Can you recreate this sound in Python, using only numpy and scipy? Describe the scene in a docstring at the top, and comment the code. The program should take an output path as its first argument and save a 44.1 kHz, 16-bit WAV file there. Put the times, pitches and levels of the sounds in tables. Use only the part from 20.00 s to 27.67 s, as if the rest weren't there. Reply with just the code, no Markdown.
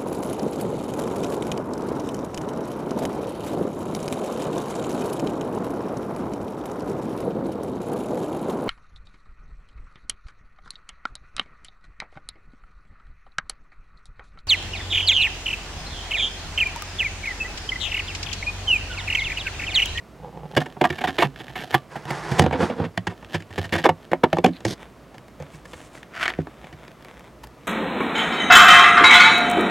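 """A small cardboard box is worked open up close, over the low drone of a room. A fingertip drags on a panel,
then nail and blade pick at the flap: each catch is a cluster of fibre snaps that rings the panels, the
stiff edges and the air inside. The box slides through the hand and judders, the picking resumes, a thumb
scuffs the edge and the flap pops free. Loose card rustles, skin brushes the print, the inner tray scrapes
out, and only light taps and rustle remain."""
import sys
import numpy as np
from scipy import signal
from scipy.fft import rfft, irfft
from scipy.io import wavfile
from scipy.ndimage import uniform_filter1d

SR = 44100
rng = np.random.default_rng(int(sys.argv[2]) if len(sys.argv) > 2 else 0)


def output_pcm(signal):
    """Save a mono or channel-first signal as 16-bit PCM at the path in sys.argv[1].

    Samples are clipped to [-1, 1] before scaling.
    """
    pcm = np.clip(np.atleast_2d(signal).T, -1, 1) * 32767
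    wavfile.write(sys.argv[1], SR, np.round(pcm).astype(np.int16))


N = 338247
TIME = np.arange(N) / SR
RING, LEAD = 11025, 441  # samples: one whole contact, and its creep before it lets go

# catches, slips and taps:
# (time [s], slip length [s], panel pitch [Hz], air boom [dB], panel level [dB], edge level [dB])
CATCHES = [(.567, 0.011, 570, -18.5, -16, -20), (0.613, 0.0089, 680, -31.5, -28.5, -36),
           (0.659, 0.0093, 550, -55, -36.5, -40.5), (0.767, 0.0057, 690, -41, -38, -59),
           (0.813, 0.0053, 510, -26, -15, -26.5), (0.84, 0.0067, 690, -51, -17.5, -26),
           (.85, 0.0084, 670, -31, -18, -24.5), (0.902, 0.0071, 540, -29.5, -28, -29),
           (0.925, 0.012, 570, -48, -38, -38.5), (.984, 0.0079, 550, -43, -38, -34.5),
           (1.009, 0.014, 514, -55, -29.5, -33.5), (1.04, 0.01, 520, -35, -20, -27),
           (1.073, 0.02, 596, -32, -26, -26.5), (1.185, 0.007, 495, -35, -20, -23.5),
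           (1.196, 0.034, 544, -49, -23.5, -22), (1.222, 0.0095, 730, -37, -14.5, -21),
           (1.24, .016, 447, -23, -28, -31.5), (1.361, 0.00033, 453, -47, -54, -44.5),
           (1.403, 0.01, 440, -43, -40, -41.5), (1.501, 0.0043, 555, -41, -45, -48),
           (1.556, 0.012, 700, -43, -34.5, -32.5), (1.58, 0.02, 660, -39, -46, -35.5),
           (1.621, 0.0045, 570, -46, -56, -42), (1.725, 0.013, 670, -37, -39, -36),
           (1.742, 0.011, 830, -23, -15, -18.5), (1.956, 0.016, 623, -36.5, -30.5, -40.5),
           (2.054, 0.0021, 610, -35, -41, -44.5), (2.106, .006, 530, -28, -29.5, -33),
           (2.315, 0.011, 448, -20, -33, -39.5), (2.384, .013, 490, -29, -19.5, -30.5),
           (2.395, 0.0032, 460, -14.5, -13, -22.5), (2.42, 0.0066, 410, -18, -23.5, -33),
           (2.439, .004, 430, -21, -22.5, -38), (2.463, 0.0025, 540, -22, -20, -35.5),
           (2.51, 0.0041, 560, -30, -28.5, -40), (2.525, .014, 527, -35, -23, -31.5),
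           (2.602, 0.0076, 540, -47, -26.5, -38), (2.632, 0.015, 480, -32, -28, -44),
           (2.697, 0.011, 430, -43, -25.5, -40), (2.798, 0.0067, 400, -23, -27, -48),
           (2.842, 0.018, 420, -26.5, -37, -38.5), (2.976, 0.0032, 583, -25, -27.5, -27),
           (3.07, 0.0077, 820, -26.5, -27, -29), (3.095, .031, 624, -44, -36.5, -44),
           (3.226, 0.0067, 650, -47, -44, -53), (3.342, .017, 523, -24.5, -25.5, -27.5),
           (3.402, 0.008, 460, -43, -48, -46), (3.506, 0.0078, 580, -38, -45.5, -49),
           (3.579, 0.011, 530, -24, -26, -30.5), (3.638, 0.019, 505, -34, -40, -35),
           (3.724, 0.018, 503, -24, -24, -23), (3.748, .016, 600, -30, -23, -26.5),
           (3.78, 0.019, 480, -33, -29, -28.5), (3.841, .008, 630, -30.5, -24, -24.5),
           (3.853, 0.012, 616, -40, -10, -21.5), (3.89, 0.0069, 610, -26.5, -14, -26),
           (4.116, 0.0057, 495, -29.5, -27.5, -35), (4.133, 0.00063, 555, -34, -16, -28.5),
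           (4.236, .0077, 730, -21, -11, -24), (4.33, 0.0035, 495, -23.5, -17.5, -28),
           (4.37, 0.0023, 620, -48, -24, -40), (4.385, 0.0037, 507, -28, -20, -35.5),
           (4.443, 0.0062, 463, -19, -10.5, -22.5), (4.46, 0.00593, 536, -21.5, -21, -29.5),
           (4.47, 0.019, 362, -26.5, -23.5, -43), (4.605, 0.0046, 450, -48, -48, -51.5),
           (4.651, 0.0064, 377, -23.5, -21.5, -31), (4.665, 0.0036, 350, -34, -31, -43),
           (5.143, .011, 620, -63, -47, -55), (5.182, .0015, 610, -62, -53, -52),
           (5.282, 0.0038, 520, -65, -53, -55.5), (5.4, 0.0071, 430, -33.5, -36, -54),
           (5.424, 0.002, 455, -46, -41, -50.5), (5.535, 0.015, 440, -40, -58, -53),
           (5.653, 0.0084, 690, -47, -47, -47), (5.733, 0.0067, 695, -44, -40.5, -43.5),
           (5.975, 0.0045, 470, -51, -54, -50.5), (6.031, 0.0018, 420, -64, -56, -44.5),
           (6.228, 0.0034, 861, -58, -49, -27.5), (6.256, 0.0064, 740, -54, -33, -25),
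           (6.28, 0.00079, 620, -49, -36.5, -23.5), (6.303, 0.0014, 643, -60, -38, -35.5),
           (6.319, 0.0019, 650, -60, -44, -46), (6.338, 0.00089, 590, -55, -48, -39.5),
           (6.388, 0.0017, 346, -22.5, -24, -52), (6.471, 0.0013, 635, -52, -37, -50),
           (6.642, 0.0076, 536, -46, -48, -49), (6.727, 0.0049, 395, -41, -47, -48.5),
           (6.88, 0.0016, 540, -57, -46, -50.5), (7.048, 0.0012, 620, -62, -51, -50),
           (7.435, .011, 784, -64, -43, -49.5), (7.471, .003, 560, -65, -53, -59)]
# the grip tunes and damps the box; the nail's angle sets its crack and sparkle: (time [s],
# air pitch [Hz], box sway [dB], mid-panel freedom [dB], crack relative to edge [dB], sparkle [dB])
HAND_GRIP = [(.55, 149, -34, 3.5, -8.5, -1), (.9, 147, -6, -11.5, -13.5, 2),
             (1.75, 135, -29, -13, -13.5, 10.5), (2.38, 142, -3, -13, 2.5, -3.5),
             (2.5, 151, 5, 5.5, -14, -3), (3.002, 182, -1.5, -7.5, -9, -6), (3.6, 161.5, 9, 0.5, -8, -0.5),
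             (4.22, 161.4, -22.5, 3, -15, 3.5), (4.65, 197.5, -1, -8, 1, -6), (5.6, 139, -2, 9.5, -3.5, 1),
             (6.35, 154.5, -4, -11, -16, -5), (7.44, 138, -5, -11, 4, 11)]
# spells of faint ticks: (start [s], end [s], panel level [dB])
FIDGET_SPELLS = [(1.365, 1.62, -50), (3.149, 3.65, -54.5), (6.547, 7.15, -62.5)]
# resonances of the card: (frequency [Hz], ring time to -60 dB [s], level [dB])
BENDING_MODES = [(256.5, 0.22, -6.5), (333, 0.072, -2.5), (365.3, 0.079, -6), (433.7, 0.07, -9.5),
                 (513, 0.034, 2.5), (606, 0.077, -8.5), (723, 0.037, 1.5), (836, 0.029, -0.5),
                 (937, 0.065, -12), (1122, 0.11, -15.5)]  # the panels
FOLD_MODES = [(1630, 0.036, -10), (1749, 0.033, -8.5), (1832, 0.015, 6), (2181, 0.022, -0.5),
              (2393, 0.013, -6), (2737, 0.014, -5), (2987, 0.029, -8.5), (3350, 0.017, -5.5)]  # stiff folds and cut edges

# rubbing strokes: (start [s], hold [s], level before trim [dB])
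FINGER_STROKES = [(.24, 0.042, -36.5), (.37, 0.021, -35.5), (.44, 0.016, -34), (.52, 0.048, -37.5),
                  (.69, 0.02, -46)]
PICK_STROKES = [(.57, 0.044, -36), (.69, 0.043, -53.5), (.85, 0.27, -42), (1.15, 0.11, -44),
                (1.38, 0.3, -47.5), (1.57, 0.072, -39.5), (1.71, 0.058, -42), (3.18, .12, -55.5),
                (3.325, 0.019, -41.5), (3.57, 0.063, -40), (3.73, 0.11, -44), (4.02, 0.024, -56),
                (4.34, 0.027, -46), (4.55, 0.031, -51.5)]
JUDDER_STROKES = [(2.41, 0.06, -23.5), (2.55, 0.0073, -21), (2.61, 0.03, -18.5), (2.71, 0.014, -26),
                  (2.79, .06, -26)]
SCUFF_STROKES = [(4.545, 0.028, -43)]
FLAP_STROKES = [(4.68, 0.056, -31)]
RUSTLE_STROKES = [(4.77, 0.065, -54.5), (5.43, 0.21, -56), (5.79, 0.0091, -51), (5.95, 0.34, -59.5),
                  (6.5, 0.54, -61.5), (7.07, 0.16, -51), (7.63, 0.022, -57.5)]
SKIN_STROKES = [(5.54, 0.025, -56.5), (5.7, .17, -55), (5.95, 0.026, -53.5)]
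# envelopes of the two long pulls: (time [s], level before trim [dB])
SLIDE_PULL = [(1.88, -70), (1.92, -43.5), (2.05, -49), (2.1, -33), (2.22, -38.5), (2.33, -32.5),
              (2.39, -31.5), (2.5, -49.5), (2.58, -43.5), (2.62, -28.5), (2.75, -51), (2.82, -47),
              (2.9, -70)]
TRAY_PULL = [(6.09, -68), (6.16, -36), (6.19, -36), (6.235, -24), (6.272, -42), (6.295, -29), (6.33, -52),
             (6.42, -48.5)]

# tone of the room and of each contact: (frequency [Hz], gain [dB])
ROOM_EQ = [(12, -21), (20, -21), (59, -22), (85, -8.5), (119, -0.5), (274, -5), (342, -5), (565, -8.5),
           (649, -7), (788, -13), (1160, -12.5), (1630, -19), (2030, -20), (3170, -26), (15500, -41)]
FINGER_EQ = [(80, -29), (150, 16.5), (220, -4), (340, -6), (500, 5.5), (620, -7.5), (820, 4.5),
             (1050, -8.5), (1400, -22), (3000, -27), (9000, -56)]
CRACK_EQ = [(2500, 2.5), (4000, -1), (4900, 2.5), (5800, -2.5), (7000, -3), (9000, -9), (12000, -13),
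            (15500, -20.5)]
PICK_EQ = [(50, -30), (140, -12), (200, -59), (223, 7.5), (371, 4), (564, 0.5), (728, 8), (1050, -6),
           (1430, -4), (1780, 5), (2060, -9), (3070, -1), (4410, -10), (9140, -24), (11800, -23),
           (15500, -32)]
SLIDE_EQ = [(90, -27), (150, 3), (250, -23), (330, -4), (600, -12), (740, -5.5), (950, -5.5), (1250, -12.5),
            (1780, -11), (2600, -21.5), (4000, -26), (4900, -25.5), (6500, -30.5), (10000, -37),
            (15500, -58)]
JUDDER_EQ = [(29, -39), (50, -29), (86, 2.5), (124, -4), (220, 9), (385, -1), (476, 10), (567, -3.5),
             (935, -4.5), (1270, -10), (1460, -9), (2180, -19), (2970, -23.5), (3340, -21), (5000, -33),
             (6500, -48), (11000, -120)]
SCUFF_EQ = [(1200, -14), (2400, -1), (3200, -5), (4000, 3), (4600, -5), (5500, -25), (12000, -30)]
FLAP_EQ = [(50, -21), (120, -4.5), (200, -9.5), (358, -12.5), (755, -18), (1210, -27), (2060, -21.5),
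           (2600, -30), (3300, -21), (3610, -21), (6240, -26), (6960, -32), (11200, -38.5), (15500, -52)]
RUSTLE_EQ = [(40, -18), (120, -2), (300, 7.5), (700, 9), (1300, 3), (2200, 3), (2800, -3.5), (3600, -2),
             (4400, -19), (6000, -15), (9000, -19), (15000, -32)]
SKIN_EQ = [(2500, 1.5), (5000, -5.5), (7500, -1.5), (10000, -6.5), (12000, -17), (15000, -26)]
TRAY_EQ = [(120, -68), (200, -19), (327, -16), (554, -24), (665, -6.5), (858, -17.5), (1510, -3),
           (1650, -9), (1840, -3.5), (2210, -10), (3300, -16), (3960, -25), (4580, -22.5), (5110, -25.5),
           (15500, -46.5)]
# stereo balance of the mix: (time [s], left minus right [dB])
BALANCE = [(0, -.5), (1.2, -2.1), (2.9, -1), (3.8, -.5), (7.6, 0.8)]


def undb(db):
    """Decibels to gain."""
    return 10 ** (np.asarray(db) / 20)


def band(x, lo_hz, hi_hz, order=2):
    """Causal band-pass."""
    return signal.sosfilt(signal.butter(order, [lo_hz, hi_hz], "band", fs=SR, output="sos"), x)


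def eq(x, points, size=4096):
    """Minimum-phase EQ through (frequency [Hz], gain [dB]) points."""
    hz, db = np.transpose(points)
    bins_hz = np.maximum(np.arange(size // 2 + 1) * SR / size, 1)
    gain = undb(np.interp(np.log(bins_hz), np.log(hz), db))
    cepstrum = irfft(np.log(gain))
    cepstrum[1:size // 2] *= 2
    cepstrum[size // 2 + 1:] = 0
    return signal.fftconvolve(x, irfft(np.exp(rfft(cepstrum))))[:len(x)]


def fade(t60, size=RING):
    """Exponential decay by 60 dB in t60 seconds."""
    return np.exp(-np.log(1000) * np.arange(size) / SR / t60)


def room_tone(air_db=-48, side_db=-17, drone_hz=57, drone_db=-55):
    """A steady bed of room air with a low ventilation drone."""
    mid, side = (eq(rng.standard_normal(N), ROOM_EQ) for _ in range(2))
    drone = band(rng.standard_normal(N), drone_hz - 5, drone_hz + 5)
    air = (mid + undb(side_db) * side * np.array([[1], [-1]])) / mid.std()
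    return undb(air_db) * air + undb(drone_db) * drone / drone.std()


def snaps(rate, scatter_db, size):
    """Fibres let go at random, rate times a second: many small snaps, a few big ones."""
    strength = undb(scatter_db * np.minimum(rng.standard_exponential(size), 4))
    return (rng.random(size) < rate / SR) * strength * rng.choice([-1, 1], size)


def press(strokes, attack_db_s, release_db_s):
    """Envelope in dB of separate strokes: each swells, holds and dies away."""
    envelopes = [db - attack_db_s * np.maximum(start - TIME, 0)
                 - release_db_s * np.maximum(TIME - start - hold, 0) for start, hold, db in strokes]
    return np.max(envelopes, axis=0).clip(-120, None)


def rub(envelope_db, tone, rate, scatter_db, hiss, trim_db):
    """Friction: snaps over smooth hiss, coloured by the card and levelled to follow the hand's stroke."""
    grains = snaps(rate, scatter_db, N)
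    texture = eq(grains / grains.std() + hiss * rng.standard_normal(N), tone)
    power = np.maximum(uniform_filter1d(texture ** 2, size=1800), 1e-12)
    return texture / np.sqrt(power) * undb(envelope_db + trim_db)


def finger_drag():
    """A fingertip drags dully over a panel."""
    envelope = press(FINGER_STROKES, attack_db_s=280, release_db_s=510)
    return rub(envelope, FINGER_EQ, rate=540, scatter_db=6, hiss=0.31, trim_db=-1)


def slip_force(length, creep=0.34, creep_s=0.0011, release=2.32):
    """The contact creeps, lets go, and snaps fibres for as long as it slips."""
    t = (np.arange(RING) - LEAD) / SR
    age = np.clip(t / length, 0, 10)
    creeping = creep * np.exp(np.minimum(t, 0) / min(creep_s, length))
    slipping = np.minimum(creep + 0.55 * age, 1)
    force = snaps(rate=4500, scatter_db=3.5, size=RING)
    force *= np.where(t < 0, creeping, slipping) * np.exp(-age ** 2)
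    force /= np.linalg.norm(force) + 1e-9
    # short slips are one clean click, long ones all crunch
    force[LEAD + int(min(0.3 * length, 0.004) * SR)] += release * np.exp(-length / 0.0047)
    return force


def ring(force, modes, detune, scatter_db):
    """A force rings a set of modes; each contact point shifts their tuning and balance."""
    t = np.arange(RING) / SR
    chance = rng.standard_normal((len(modes), 2))
    response = sum(undb(db + scatter_db * a) * fade(t60) * np.cos(2 * np.pi * hz * (1 + detune * b) * t)
                   for (hz, t60, db), (a, b) in zip(modes, chance))
    return signal.fftconvolve(force, response)[:RING]


def splinter(force, t60):
    """Every snap sets off its own brief noise in the fibres."""
    power = signal.fftconvolve(force ** 2, fade(t60) ** 2)[:RING]
    return np.sqrt(np.maximum(power, 0)) * rng.standard_normal(RING)


def at_level(x, db):
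    """Give a hit the energy of 20 ms at this rms level."""
    return x * undb(db) / np.sqrt(np.sum(x ** 2) / (0.02 * SR))


def slip(time, length, pitch_hz, boom_db, panel_db, edge_db):
    """One slip, four layers: the enclosed air booms, panels knock, edges click and torn fibres crack."""
    force = slip_force(length)
    times, *columns = np.transpose(HAND_GRIP)
    air_hz, sway_db, freedom_db, crack_db, sparkle_db = (np.interp(time, times, c) for c in columns)
    air_modes = [(air_hz, 0.14, 0), (0.586 * air_hz, 0.14, sway_db), (1.38 * air_hz, 0.045, -6)]
    air = ring(force, air_modes, detune=0.035, scatter_db=1)
    hz, t60, db = np.transpose(BENDING_MODES)
    db = db - 4 * np.log2(hz / pitch_hz) ** 2  # the contact favours modes near its own pitch
    db += freedom_db * ((hz > 460) & (hz < 650))  # the palm holds or frees the middle ones
    panels = ring(force, np.c_[hz, t60, db], detune=0.046, scatter_db=2.4)
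    panels += 1.9 * splinter(force, t60=0.047)
    panels = band(panels, 277, min(1.9 * pitch_hz, 1250), order=3)  # a soft contact is duller
    edges = ring(force, FOLD_MODES, detune=0.018, scatter_db=3.2)
    edges += 1.65 * splinter(force, t60=0.024)
    crack = eq(force + 0.72 * splinter(force, t60=0.0054), CRACK_EQ)
    crack = eq(crack, [(8500, 0), (11500, sparkle_db)], size=512)
    return (at_level(band(air, 79, 227), boom_db)
            + at_level(panels, panel_db)
            + at_level(band(edges, 1040, 3670, order=3), edge_db)
            + at_level(crack, edge_db + crack_db))


def add_slip(track, time, *settings):
    """Lay in a slip so that it lets go half a millisecond ahead of its cue."""
    start = int((time - 0.0005) * SR) - LEAD
    track[start:start + RING] += slip(time, *settings)


def catches(hard_db=-20, rebound_delay_s=0.011, rebound_length_s=0.00908):
    """Catches, slips and taps; a hard one bends the panel, which springs back softer and duller."""
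    track = np.zeros(N + RING)
    for time, length, pitch_hz, boom_db, panel_db, edge_db in CATCHES:
        add_slip(track, time, length, pitch_hz, boom_db, panel_db, edge_db)
    for time, _, pitch_hz, boom_db, panel_db, edge_db in CATCHES:
        if panel_db > hard_db:
            add_slip(track, time + rebound_delay_s, rebound_length_s, 0.94 * pitch_hz,
                     boom_db - 12.5, panel_db - 16.5, edge_db - 21.5)
    return track[:N]


def waver(rate, depth_db):
    """Uneven finger pressure: glides between random levels in dB, rate times a second."""
    return depth_db * np.interp(TIME * rate, np.arange(1024), rng.standard_normal(1024))


def pick_crackle():
    """Fibres crackle grittily under the flap as it is picked."""
    envelope = press(PICK_STROKES, attack_db_s=300, release_db_s=310) + waver(rate=45, depth_db=2.5)
    return rub(envelope, PICK_EQ, rate=1200, scatter_db=6.5, hiss=0.12, trim_db=1.5)


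def fidget_ticks(slot_s=0.11, length_s=0.00292, pitch_hz=510):
    """Shifting fingers catch faintly, once at a random moment in each time slot."""
    track = np.zeros(N + RING)
    for start, end, db in FIDGET_SPELLS:
        for slot in np.arange(start, end, slot_s):
            add_slip(track, slot + slot_s * rng.random(), length_s, pitch_hz, db + 2, db, db + 6.5)
    return track[:N]


def pull(points):
    """Envelope in dB of one long pull, silent before and after."""
    return np.interp(TIME, *np.transpose(points), left=-120, right=-120)


def box_slide():
    """The box slides through the hand with a fine, even grain."""
    return rub(pull(SLIDE_PULL), SLIDE_EQ, rate=2100, scatter_db=1, hiss=0.8, trim_db=4)


def judder():
    """The slide breaks into low bursts of stick-slip."""
    envelope = press(JUDDER_STROKES, attack_db_s=430, release_db_s=510)
    return rub(envelope, JUDDER_EQ, rate=640, scatter_db=1, hiss=0.56, trim_db=-1)


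def thumb_scuff():
    """A thumb shifts along the edge in one bright scratch."""
    envelope = press(SCUFF_STROKES, attack_db_s=450, release_db_s=1800)
    return rub(envelope, SCUFF_EQ, rate=1700, scatter_db=11, hiss=0.91, trim_db=-5.5)


def flap_pop():
    """The flap slips out of its slot and the scrape stops short."""
    envelope = press(FLAP_STROKES, attack_db_s=870, release_db_s=2000)
    return rub(envelope, FLAP_EQ, rate=2200, scatter_db=3, hiss=0.32, trim_db=1)


def card_rustle():
    """Loose card rustles as it turns in the hands."""
    envelope = press(RUSTLE_STROKES, attack_db_s=330, release_db_s=270) + waver(rate=22, depth_db=6)
    return rub(envelope, RUSTLE_EQ, rate=1000, scatter_db=8.5, hiss=0.84, trim_db=4)


def skin_brush():
    """Skin brushes the glossy print with an airy whisper."""
    envelope = press(SKIN_STROKES, attack_db_s=300, release_db_s=330)
    return rub(envelope, SKIN_EQ, rate=4200, scatter_db=5, hiss=0.48, trim_db=2)


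def tray_scrape():
    """The inner tray rasps out, card on card."""
    return rub(pull(TRAY_PULL), TRAY_EQ, rate=1800, scatter_db=4.5, hiss=0.36, trim_db=2)


def room_reverb(x, t60=0.083, predelay_s=0.006, wet_db=-22, size=22050):
    """A small furnished room returns a faint, dull tail, a little different on each side."""
    noise = band(rng.standard_normal((3, size)), 110, 6600, order=1)
    tails = noise * fade(t60, size) * (TIME[:size] > predelay_s)
    tails = tails[0] + 0.55 * tails[1:]  # one shared tail, plus one for each side
    tails /= np.linalg.norm(tails[0])
    return undb(wet_db) * np.array([signal.fftconvolve(x, tail)[:N] for tail in tails])


def scene():
    """The box sits mostly just right of centre; bass and a narrow treble band get an extra lean right."""
    room = room_tone()
    box = (finger_drag() + catches() + pick_crackle() + fidget_ticks() + box_slide() + judder()
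           + thumb_scuff() + flap_pop() + card_rustle() + skin_brush() + tray_scrape())
    mix = box + room_reverb(box) + room
    mid = mix.mean(axis=0)
    lean = 0.14 * band(mid, 40, 510, order=1) + 0.11 * band(mid, 2950, 6100)
    sides = np.array([[1], [-1]])
    balance_db = np.interp(TIME, *np.transpose(BALANCE))
    return mix * undb(sides * balance_db / 2) - sides * lean


def record(dry, top_hz=16050):
    """Clip at full scale, then cut the very top with a steep low-pass."""
    lowpass = signal.ellip(8, 0.05, 60, top_hz, fs=SR, output="sos")
    return signal.sosfiltfilt(lowpass, np.clip(dry, -1, 1))


dry = scene()
out = record(dry)
output_pcm(out)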